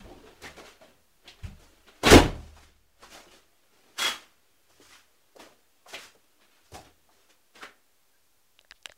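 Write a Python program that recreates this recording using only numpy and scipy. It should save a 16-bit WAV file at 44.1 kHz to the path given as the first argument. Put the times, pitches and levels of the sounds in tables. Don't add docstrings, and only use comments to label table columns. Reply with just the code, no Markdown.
import sys
import numpy as np
from scipy import signal
from scipy.fft import rfft, irfft, next_fast_len
from scipy.io import wavfile
from scipy.ndimage import uniform_filter1d

SR = 44100
rng = np.random.default_rng(int(sys.argv[2]) if len(sys.argv) > 2 else 0)


def waveform_to_disk(signal):
    frames = np.transpose(np.atleast_2d(signal))
    scaled = np.clip(frames, -1, 1) * 32767
    samples = np.round(scaled).astype(np.int16)
    wavfile.write(sys.argv[1], SR, samples)


N = 395577
TIME = np.arange(N) / SR

# roar_db, sizzle_db, rumble_db, deep_rumble_db
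GAS_PUFFS = [(0.001, 0.00089, 0.0059, 250, -54.5, 4.5, -10, 5, -12),
             (0.031, 0.028, 0.086, 122, -67.5, 15.5, -17, 6, 8),
             (0.22, 0.051, .005, 180, -56, 2.5, -11, -13, -17),
             (0.39, 0.047, 0.023, 153, -46.5, -1.5, -6, -9, -25.5),
             (0.556, 0.013, 0.031, 180, -50, -2, -6.5, -14.5, -20),
             (0.625, 0.031, 0.041, 193, -52.5, -7, -6, -29, -15),
             (0.793, .02, 0.043, 128, -59.5, 1.5, -8, -12, -25),
             (1.211, 0.052, 0.022, 170, -58.5, 1, -13, -8, -20),
             (1.37, 0.019, .01, 180, -61, -5, -10, -14, -6),
             (1.414, 0.023, 0.028, 250, -54.5, -3, -4, 9.5, 11),
             (1.574, 0.025, 0.047, 92, -65.5, 3, 1, -12, 0),
             (1.831, 0.049, .005, 240, -54, -5, -11, -27, -18),
             (1.913, 0.044, 0.023, 220, -63, -3, -6, -20, -7),
             (2.021, .017, .02, 100, -33, 0.1, -5.5, -11.5, -16),
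             (2.03, 0.037, .02, 149.5, -19, -1, -10.5, -12.5, -16.5),
             (2.085, .025, .02, 300, -19.5, -8.5, -0.53, -10, -12),
             (2.088, 0.03, 0.04, 204, -17.5, 3.5, -9, 1.24, -0.5),
             (2.321, 0.029, .12, 71, -60.5, 1, -0.5, -1, 6),
             (2.536, 0.018, 0.091, 163, -56, -8.5, -3, -12, -5.5),
             (2.954, 0.078, .01, 150, -51, -3, -3, -12.5, -8),
             (3.036, 0.099, 0.018, 140.5, -46, -5, -2, -25, -19.5),
             (3.234, 0.084, 0.048, 190, -57, -4, -2, -13.5, -11),
             (3.692, 0.043, 0.24, 150, -67.5, 0.5, -3.5, -14, -25),
             (3.967, 0.023, 0.017, 122, -32, -11.5, -2.5, -29.5, -40.5),
             (3.994, 0.028, 0.064, 243.5, -29, -14, -5, -32.5, -39.5),
             (4.673, 0.025, 0.1, 200, -69, -4.5, 1, -9.5, -18),
             (4.79, 0.024, 0.11, 150, -60, -8.5, 0.5, -13, -25.5),
             (4.856, 0.08, 0.026, 191, -55.5, -20.5, -3.5, -27.5, -33),
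             (5.355, 0.047, 0.023, 152.5, -52, 1, -4, -16, -30),
             (5.855, 0.032, 0.048, 151, -53.5, -10, 1.5, -21, -27),
             (5.916, 0.021, 0.0078, 302, -44.5, -0.5, -6, -21, -21.5),
             (5.969, 0.016, 0.069, 220, -51, -14, -1.5, -23, -33),
             (6.385, 0.03, 0.027, 171, -64.5, -5, -9.5, -31, -29.5),
             (6.494, 0.018, 0.071, 98.5, -67.5, -11, -6.5, -22, -24.5),
             (6.604, 0.051, .005, 151, -67.5, -12, 2, -21.5, -12),
             (6.705, 0.041, 0.0087, 215, -48, 1.5, 0.5, -4.5, -19),
             (6.821, 0.028, 0.0096, 221, -58, -1, -7.5, -11, -17.5),
             (7.077, 0.04, 0.12, 150, -70.5, -2, -2, -20, -18.5),
             (7.266, 0.036, .005, 281, -61.5, -4.5, -1.5, -30, -35),
             (7.531, 0.026, 0.053, 200, -55, -4, -5, -17, -35.5),
             (7.598, 0.03, 0.0043, 269, -45, -3.5, -8, -26, -39.5)]
RISE_DB = 31
ROAR_PACE, SIZZLE_PACE = 0.9, 1.05
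RUMBLE_PACE, DEEP_PACE = 0.58, 0.49
# time_s, hiss_db, rumble_db, deep_rumble_db
STANDING_FLAME = [(0, -61, -67, -50.5), (.39, -65.5, -71, -74), (.78, -72, -87, -78),
                  (1.0, -80, -74.5, -82), (1.2, -75.5, -85, -74), (1.5, -67.5, -79, -60),
                  (2.0, -69, -80, -74.5), (2.65, -66, -81, -70.5), (2.85, -76, -78, -85.5),
                  (3.1, -71.5, -76, -62), (3.55, -73, -85.5, -94.5), (4.4, -75, -85, -97),
                  (5.3, -76, -89, -94), (6.2, -75.5, -88, -94.5), (7.0, -77.5, -88, -87.5),
                  (7.8, -81.5, -98, -98.5), (8.1, -82.5, -92, -91), (8.4, -90, -94, -84)]
FLAME_ROAR_DB, FLAME_SIZZLE_DB = -1.9, -6.5
# frequency_hz, density_db (per Hz)
ROAR_SPECTRUM = [(150, -21), (220, -6), (320, -1.5), (450, -2.5), (650, -4), (900, -10.5), (1300, -18)]
HISS_SPECTRUM = [(600, -7), (950, -1), (1350, 3), (2000, 0.5), (3200, 0), (4500, -5.5), (6000, -24.5)]
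SIZZLE_SPECTRUM = [(3500, -17.5), (4800, -0.5), (6500, -1.5), (8000, -5.5), (11000, -10.5), (16000, -19.5)]
# frequency_hz, level_db, t60_s
STANDING_WAVES = [(28.2, -9.5, 1), (44.32, -8.5, 0.33), (74.58, -3, 0.89), (83, 2.5, 0.17), (115, -3, 0.45),
                  (151.6, -4, 0.48), (197, -4, 0.26)]
GARAGE_T60_S, GARAGE_DB, WALL_CUT_HZ = 0.39, -22.5, 5100
# frequency_hz, density_db (per Hz)
FLOOR_SPECTRUM = [(15, -44.5), (25, -4.5), (108, -5.5), (134, -14.5), (200, -10), (326, -7.5), (1190, -10),
                  (1650, -11.5), (2610, -12), (16000, -15)]
FLOOR_DB = -69.5
# centre_s, peak_db, length_s
PRESSURE_JUMPS = [(0.056, -44, 0.018), (1.4434, -36.5, .012), (1.4537, -31.5, .012), (1.515, -47, 0.013),
                  (2.126, -10, 0.0094), (2.15, -10.5, .010), (2.161, -11.5, 0.012), (2.202, -21, 0.0098),
                  (6.73, -48, 0.013), (6.739, -44, 0.01), (6.772, -43.5, 0.012)]
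BOOM_DB, ROOM_RING_DB = -21.5, -66
# start_s, length_s, pitch_hz, width_hz (of each of two passes), level_db
AIR_COLUMNS = [(0.085, 0.24, 288, 110, -56), (0.23, 0.077, 438, 23, -51.5), (0.443, 0.064, 1950, 440, -44),
               (0.81, 0.073, 637, 24, -52.5), (2.068, 0.023, 318, 80, -20), (2.131, 0.019, 332, 43, -4),
               (2.156, .025, 292, 90, -4), (2.088, 0.048, 3240, 400, -47), (3.273, 0.09, 2984, 260, -60),
               (3.99, 0.15, 3325, 26.4, -32.5), (4.046, 0.068, 3310, 10, -32), (4.107, 0.1, 3284, 14, -51),
               (4.002, 0.04, 2063, 49, -35), (4.049, 0.14, 1258, 98, -43), (4.904, 0.08, 1995, 280, -60),
               (5.352, 0.028, 499, 94, -49), (6.74, 0.082, 737, 116, -45.5),
               (7.606, 0.073, 1375, 305, -46.5), (5.856, 0.024, 994, 530, -55.5),
               (8.134, .05, 1599, 140, -72.5)]
# start_s, level_db (before a common trim), centre_hz, t60_s,
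# width (share of centre, first pass), crack_db (over level_db)
IGNITIONS = [(0.419, -36.5, 424, 0.062, 0.99, 3), (0.575, -34, 400, 0.47, 1, -19),
             (0.814, -41.5, 634, 0.12, 0.63, -23), (1.276, -31.5, 2800, 0.22, 0.63, -14),
             (1.434, -40, 2250, 0.22, 0.34, -22), (1.869, -47, 301, 0.12, 0.7, -14),
             (2.034, -15.5, 595, 0.54, 0.55, -5.5), (2.116, 1, 312, 0.14, 0.4, -18),
             (2.564, -38, 845, 0.18, 0.24, -12), (2.614, -48, 396, 0.097, 0.85, -2.5),
             (3.032, -32, 1100, 0.16, 0.4, -17), (3.149, -34.5, 650, 0.36, 0.51, -11),
             (3.264, -38, 283.3, 0.15, 0.41, -14), (3.988, -21.5, 3420, 0.17, 0.25, -5.5),
             (4.699, -49, 609, 0.12, 0.82, -9), (4.799, -37.5, 358, 0.11, 0.29, -13.5),
             (5.361, -38.5, 502, 0.14, 0.79, -4), (5.395, -33, 746, 0.089, 0.39, -12),
             (5.86, -37.5, 674, 0.2, 0.56, -16), (5.941, -23, 2280, 0.21, 0.53, -14.5),
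             (6.148, -43.5, 315, 0.13, 0.77, -9), (6.399, -52, 955, 0.095, 0.58, -14.5),
             (6.718, -37.5, 402, 0.15, 0.76, -3), (7.089, -46.5, 750, 0.14, 0.4, -17.5),
             (7.289, -53.5, 446, 0.13, 0.86, -11), (7.555, -42, 2710, 0.1, 0.43, -15),
             (7.628, -27.5, 1450, 0.21, 0.56, -20)]
# start_s, level_db (before a common trim), centre_hz, fall_db_per_octave
FINGER_TOUCHES = [(8.591, -42, 3190, 12), (8.611, -48, 664, 16.5), (8.6122, -46, 6040, 9.5),
                  (8.648, -45.5, 897, 8), (8.7108, -30.5, 2010, 24.5), (8.71, -31.5, 4460, 11),
                  (8.7212, -36.5, 1886, 8.5), (8.828, -42.5, 5800, 16), (8.8572, -22.5, 3490, 10),
                  (8.8579, -22.5, 8150, 20), (8.8692, -47, 895, 0.5), (8.8729, -46, 700, 4.5),
                  (8.892, -50, 2520, 4.5), (8.8959, -36, 2180, 10.5), (8.897, -34.5, 600, 15),
                  (8.9195, -37.5, 6400, 17), (8.92, -39, 1760, 11.5)]
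# frequency_hz, level_db, t60_s
SHELL_MODES = [(602, -2.5, 0.02), (1663, 0, 0.01), (2010, -1.5, 0.008), (2930, 5, 0.0043), (3870, -2, 0.01),
               (4970, 2.5, 0.0038), (6300, -1, 0.0056), (7520, 5.5, 0.0041), (10170, 14.5, 0.0029)]
# centre_s, level_db (before the envelope), period_s, direction (+1 or -1)
JOLTS = [(8.726, -58.5, 0.028, 1), (8.899, -59, 0.013, -1)]
# start_s, length_s, level_db
SKIN_RUBS = [(8.738, .05, -68), (8.845, 0.034, -60), (8.89, 0.054, -64.5)]
CEILING, OFFSET, CUTOFF_HZ = 0.71, -0.0005, 15750


def from_db(db):
    return 10 ** (np.asarray(db) / 20)


def rms_one(x):
    return x / np.sqrt(np.mean(x ** 2) + 1e-20)


def drift(rate_hz):
    r = np.exp(-2 * np.pi * rate_hz / SR)
    slow = signal.lfilter([1], [1, -2 * r, r * r], rng.standard_normal(N + SR))
    return rms_one(slow[SR:])


def coloured(spectrum):
    hz, db = np.transpose(spectrum)
    grid_hz = np.maximum(np.arange(N // 2 + 1) * SR / N, 1)
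    gain = from_db(np.interp(np.log(grid_hz), np.log(hz), db, left=-80, right=-80))
    return rms_one(irfft(rfft(rng.standard_normal(N)) * gain, N))


def resonance(x, hz, width_hz):
    r = np.exp(-np.pi * width_hz / SR)
    feedback = [1, -2 * r * np.cos(2 * np.pi * hz / SR), r * r]
    return signal.lfilter([(1 - r * r) / 2, 0, (r * r - 1) / 2], feedback, x)


def ring(x, hz, t60_s):
    r = from_db(-60 / (t60_s * SR))
    w = 2 * np.pi * hz / SR
    return signal.lfilter([0, np.sin(w)], [1, -2 * r * np.cos(w), r * r], x + 1e-18)


def evened(x, seconds):
    return x / np.sqrt(uniform_filter1d(x ** 2, int(seconds * SR)) + 1e-20)


def eddies(x, patchy_db, rate_hz):
    total = np.zeros(N)
    for k, hz in enumerate(np.geomspace(200, 15500, 55)):
        swell = from_db(patchy_db * drift(rate_hz))
        total += (-1) ** k * swell * resonance(x, hz, 0.085 * hz)
    return rms_one(total)


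def room_modes(x, modes=STANDING_WAVES):
    return sum((-1) ** k * from_db(db) * ring(x, hz, t60_s) for k, (hz, db, t60_s) in enumerate(modes))


def puffing(peak_db, flame_db, pace):
    steps = TIME[::32]
    start_s, rise_s, hold_s, fade_db_s = np.transpose(GAS_PUFFS)[:4, :, None]
    age = steps - start_s
    climb_db = RISE_DB * np.minimum(age / np.maximum(rise_s, 1e-3) - 1, 0)
    fall_db = pace * fade_db_s * np.maximum(age - rise_s - hold_s, 0)
    puff_power = np.sum(from_db(2 * (peak_db[:, None] + climb_db - fall_db)), axis=0)
    flame_power = from_db(2 * np.interp(steps, np.transpose(STANDING_FLAME)[0], flame_db))
    return np.interp(TIME, steps, np.sqrt(puff_power + flame_power))


def gas():
    hiss_db, roar_db, sizzle_db, rumble_db, deep_db = np.transpose(GAS_PUFFS)[4:]
    flame_db, flame_rumble_db, flame_deep_db = np.transpose(STANDING_FLAME)[1:]
    flutter = drift(52)

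    roar_eddies = eddies(coloured(ROAR_SPECTRUM), patchy_db=2.5, rate_hz=7.8)
    roar = from_db(1.5 * flutter) * evened(roar_eddies, 0.21)
    hiss_eddies = eddies(coloured(HISS_SPECTRUM), patchy_db=1.4, rate_hz=25.0)
    hiss = from_db(1.1 * flutter) * evened(hiss_eddies, 0.05)
    sizzle_eddies = eddies(coloured(SIZZLE_SPECTRUM), patchy_db=1.5, rate_hz=27.0)
    sizzle_noise = 0.52 * coloured(SIZZLE_SPECTRUM) + 0.73 * sizzle_eddies
    sizzle = from_db(0.53 * flutter + 0.37 * drift(200)) * sizzle_noise
    rush = (roar * puffing(hiss_db + roar_db, flame_db + FLAME_ROAR_DB, ROAR_PACE)
            + hiss * puffing(hiss_db, flame_db, 1)
            + sizzle * puffing(hiss_db + sizzle_db, flame_db + FLAME_SIZZLE_DB, SIZZLE_PACE))

    upper_modes = room_modes(rng.standard_normal(N), STANDING_WAVES[2:])
    rumble = from_db(2.5 * drift(25)) * evened(upper_modes, 0.015)
    deep = evened(room_modes(rng.standard_normal(N), STANDING_WAVES[:2]), 0.031)
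    low = (rumble * puffing(hiss_db + rumble_db, flame_rumble_db, RUMBLE_PACE)
           + deep * puffing(hiss_db + deep_db, flame_deep_db, DEEP_PACE))
    return rush, low


def garage(x):
    size = next_fast_len(N + SR)
    w = 2 * np.pi * np.arange(size // 2 + 1) / size
    dull = 1 / (1 + 1j * w * SR / (2 * np.pi * WALL_CUT_HZ))
    tail = 0
    for k, lag_s in enumerate(np.geomspace(0.013, 0.041, 10)):
        delay = np.exp(-1j * w * round(lag_s * SR))
        loop = from_db(-60 * lag_s / GARAGE_T60_S) * dull * delay
        tail = tail + (-1) ** k * loop / (1 - loop)
    return irfft(rfft(x, size) * tail, size)[:N]


def background():
    return from_db(FLOOR_DB) * coloured(FLOOR_SPECTRUM)


def thumps():
    push = np.zeros(N)
    for centre_s, peak_db, length_s in PRESSURE_JUMPS:
        u = (2.9 * (TIME - centre_s) / length_s) ** 2
        push += from_db(peak_db) * (1 - 2 * u) * np.exp(-u)
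    change = np.gradient(push)
    boom = sum(from_db(db) * ring(change, hz, t60_s) for hz, db, t60_s in STANDING_WAVES[2:4])
    return push + from_db(BOOM_DB) * boom + from_db(ROOM_RING_DB) * room_modes(push)


def whistles():
    out, size = np.zeros(N), SR // 2
    t = np.arange(size) / SR
    noise = rng.standard_normal((len(AIR_COLUMNS), 2 * size))
    for (start_s, length_s, hz, width_hz, level_db), white in zip(AIR_COLUMNS, noise):
        narrow = resonance(resonance(white, hz, width_hz), hz, width_hz)
        tone = evened(narrow, 0.031)[size:]
        swell = np.sin(np.pi * np.clip(t / length_s, 0, 1) ** 0.65)
        at = round(start_s * SR)
        out[at:at + size] += from_db(level_db) * tone * swell
    return out


def pops():
    out, size = np.zeros(N), SR // 4
    t = np.arange(size) / SR
    rise = 1 - np.exp(-t / 0.0012)
    noise = rng.standard_normal((len(IGNITIONS), 2, size))
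    for (start_s, level_db, hz, t60_s, width, crack_db), white in zip(IGNITIONS, noise):
        tone = resonance(resonance(white[0], hz, width * hz), hz, 2 * width * hz)
        body = from_db(-60 * t / t60_s) * evened(tone, 0.0061)
        bright = rms_one(resonance(white[1], 4500, 7000))
        crack = from_db(crack_db - 60 * t / 0.057) * bright
        at = round(start_s * SR)
        out[at:at + size] += from_db(level_db - 11.5) * rise * (body + crack)
    return out


def touches():
    out = np.zeros(N)
    start_s, touch_db, centre_hz, fall_db = np.transpose(FINGER_TOUCHES)
    at = np.round(start_s * SR).astype(int)
    scatter = rng.standard_normal((len(at), len(SHELL_MODES)))
    for k, (hz, mode_db, t60_s) in enumerate(SHELL_MODES):
        clicks = np.zeros(N)
        octaves = np.abs(np.log2(hz / centre_hz))
        clicks[at] = from_db(touch_db + mode_db - 3.5 - fall_db * octaves + 2.66 * scatter[:, k])
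        contact = uniform_filter1d(clicks, size=4, origin=-2) * 1.34
        out += (-1) ** k * ring(contact, hz, t60_s)
    return signal.lfilter(*signal.butter(1, 250, "high", fs=SR), out)


def jolts():
    out = np.zeros(N)
    for centre_s, level_db, period_s, direction in JOLTS:
        u = (TIME - centre_s) / period_s
        out += direction * from_db(level_db) * np.sin(2 * np.pi * u) * np.exp(-1.6 * u ** 2)
    return out


def rubs():
    out = np.zeros(N)
    skin = rms_one(resonance(resonance(rng.standard_normal(N), 3100, 3000), 3200, 3000))
    for start_s, length_s, level_db in SKIN_RUBS:
        swell = np.sin(np.pi * np.clip((TIME - start_s) / length_s, 0, 1))
        out += from_db(level_db) * swell * skin
    return out


def gain_control(x, threshold_db, share, release_db_s, attack_s):
    level_db = 10 * np.log10(uniform_filter1d(x ** 2, size=882) + 1e-12)
    held_db = np.maximum.accumulate(level_db + release_db_s * TIME, axis=-1) - release_db_s * TIME
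    wanted_cut_db = share * np.maximum(held_db - threshold_db, 0)
    r = np.exp(-1 / (attack_s * SR))
    return x * from_db(-signal.lfilter([1 - r], [1, -r], wanted_cut_db))


def scene():
    rush, rumble = gas()
    engine = rush + pops() + whistles()
    echo = from_db(GARAGE_DB) * garage(engine)
    hand = touches() + jolts() + rubs()
    return (engine + echo + rumble + thumps() + hand + background())[None]


def record(dry):
    levelled = gain_control(dry, threshold_db=-28.5, share=0.31, release_db_s=20.5, attack_s=0.38)
    clipped = levelled / (1 + np.abs(levelled / CEILING) ** 8) ** (1 / 8)
    low_pass = signal.ellip(12, 0.5, 70, CUTOFF_HZ, fs=SR, output="sos")
    return signal.sosfilt(low_pass, clipped) + OFFSET


dry = scene()
out = record(dry)
waveform_to_disk(out)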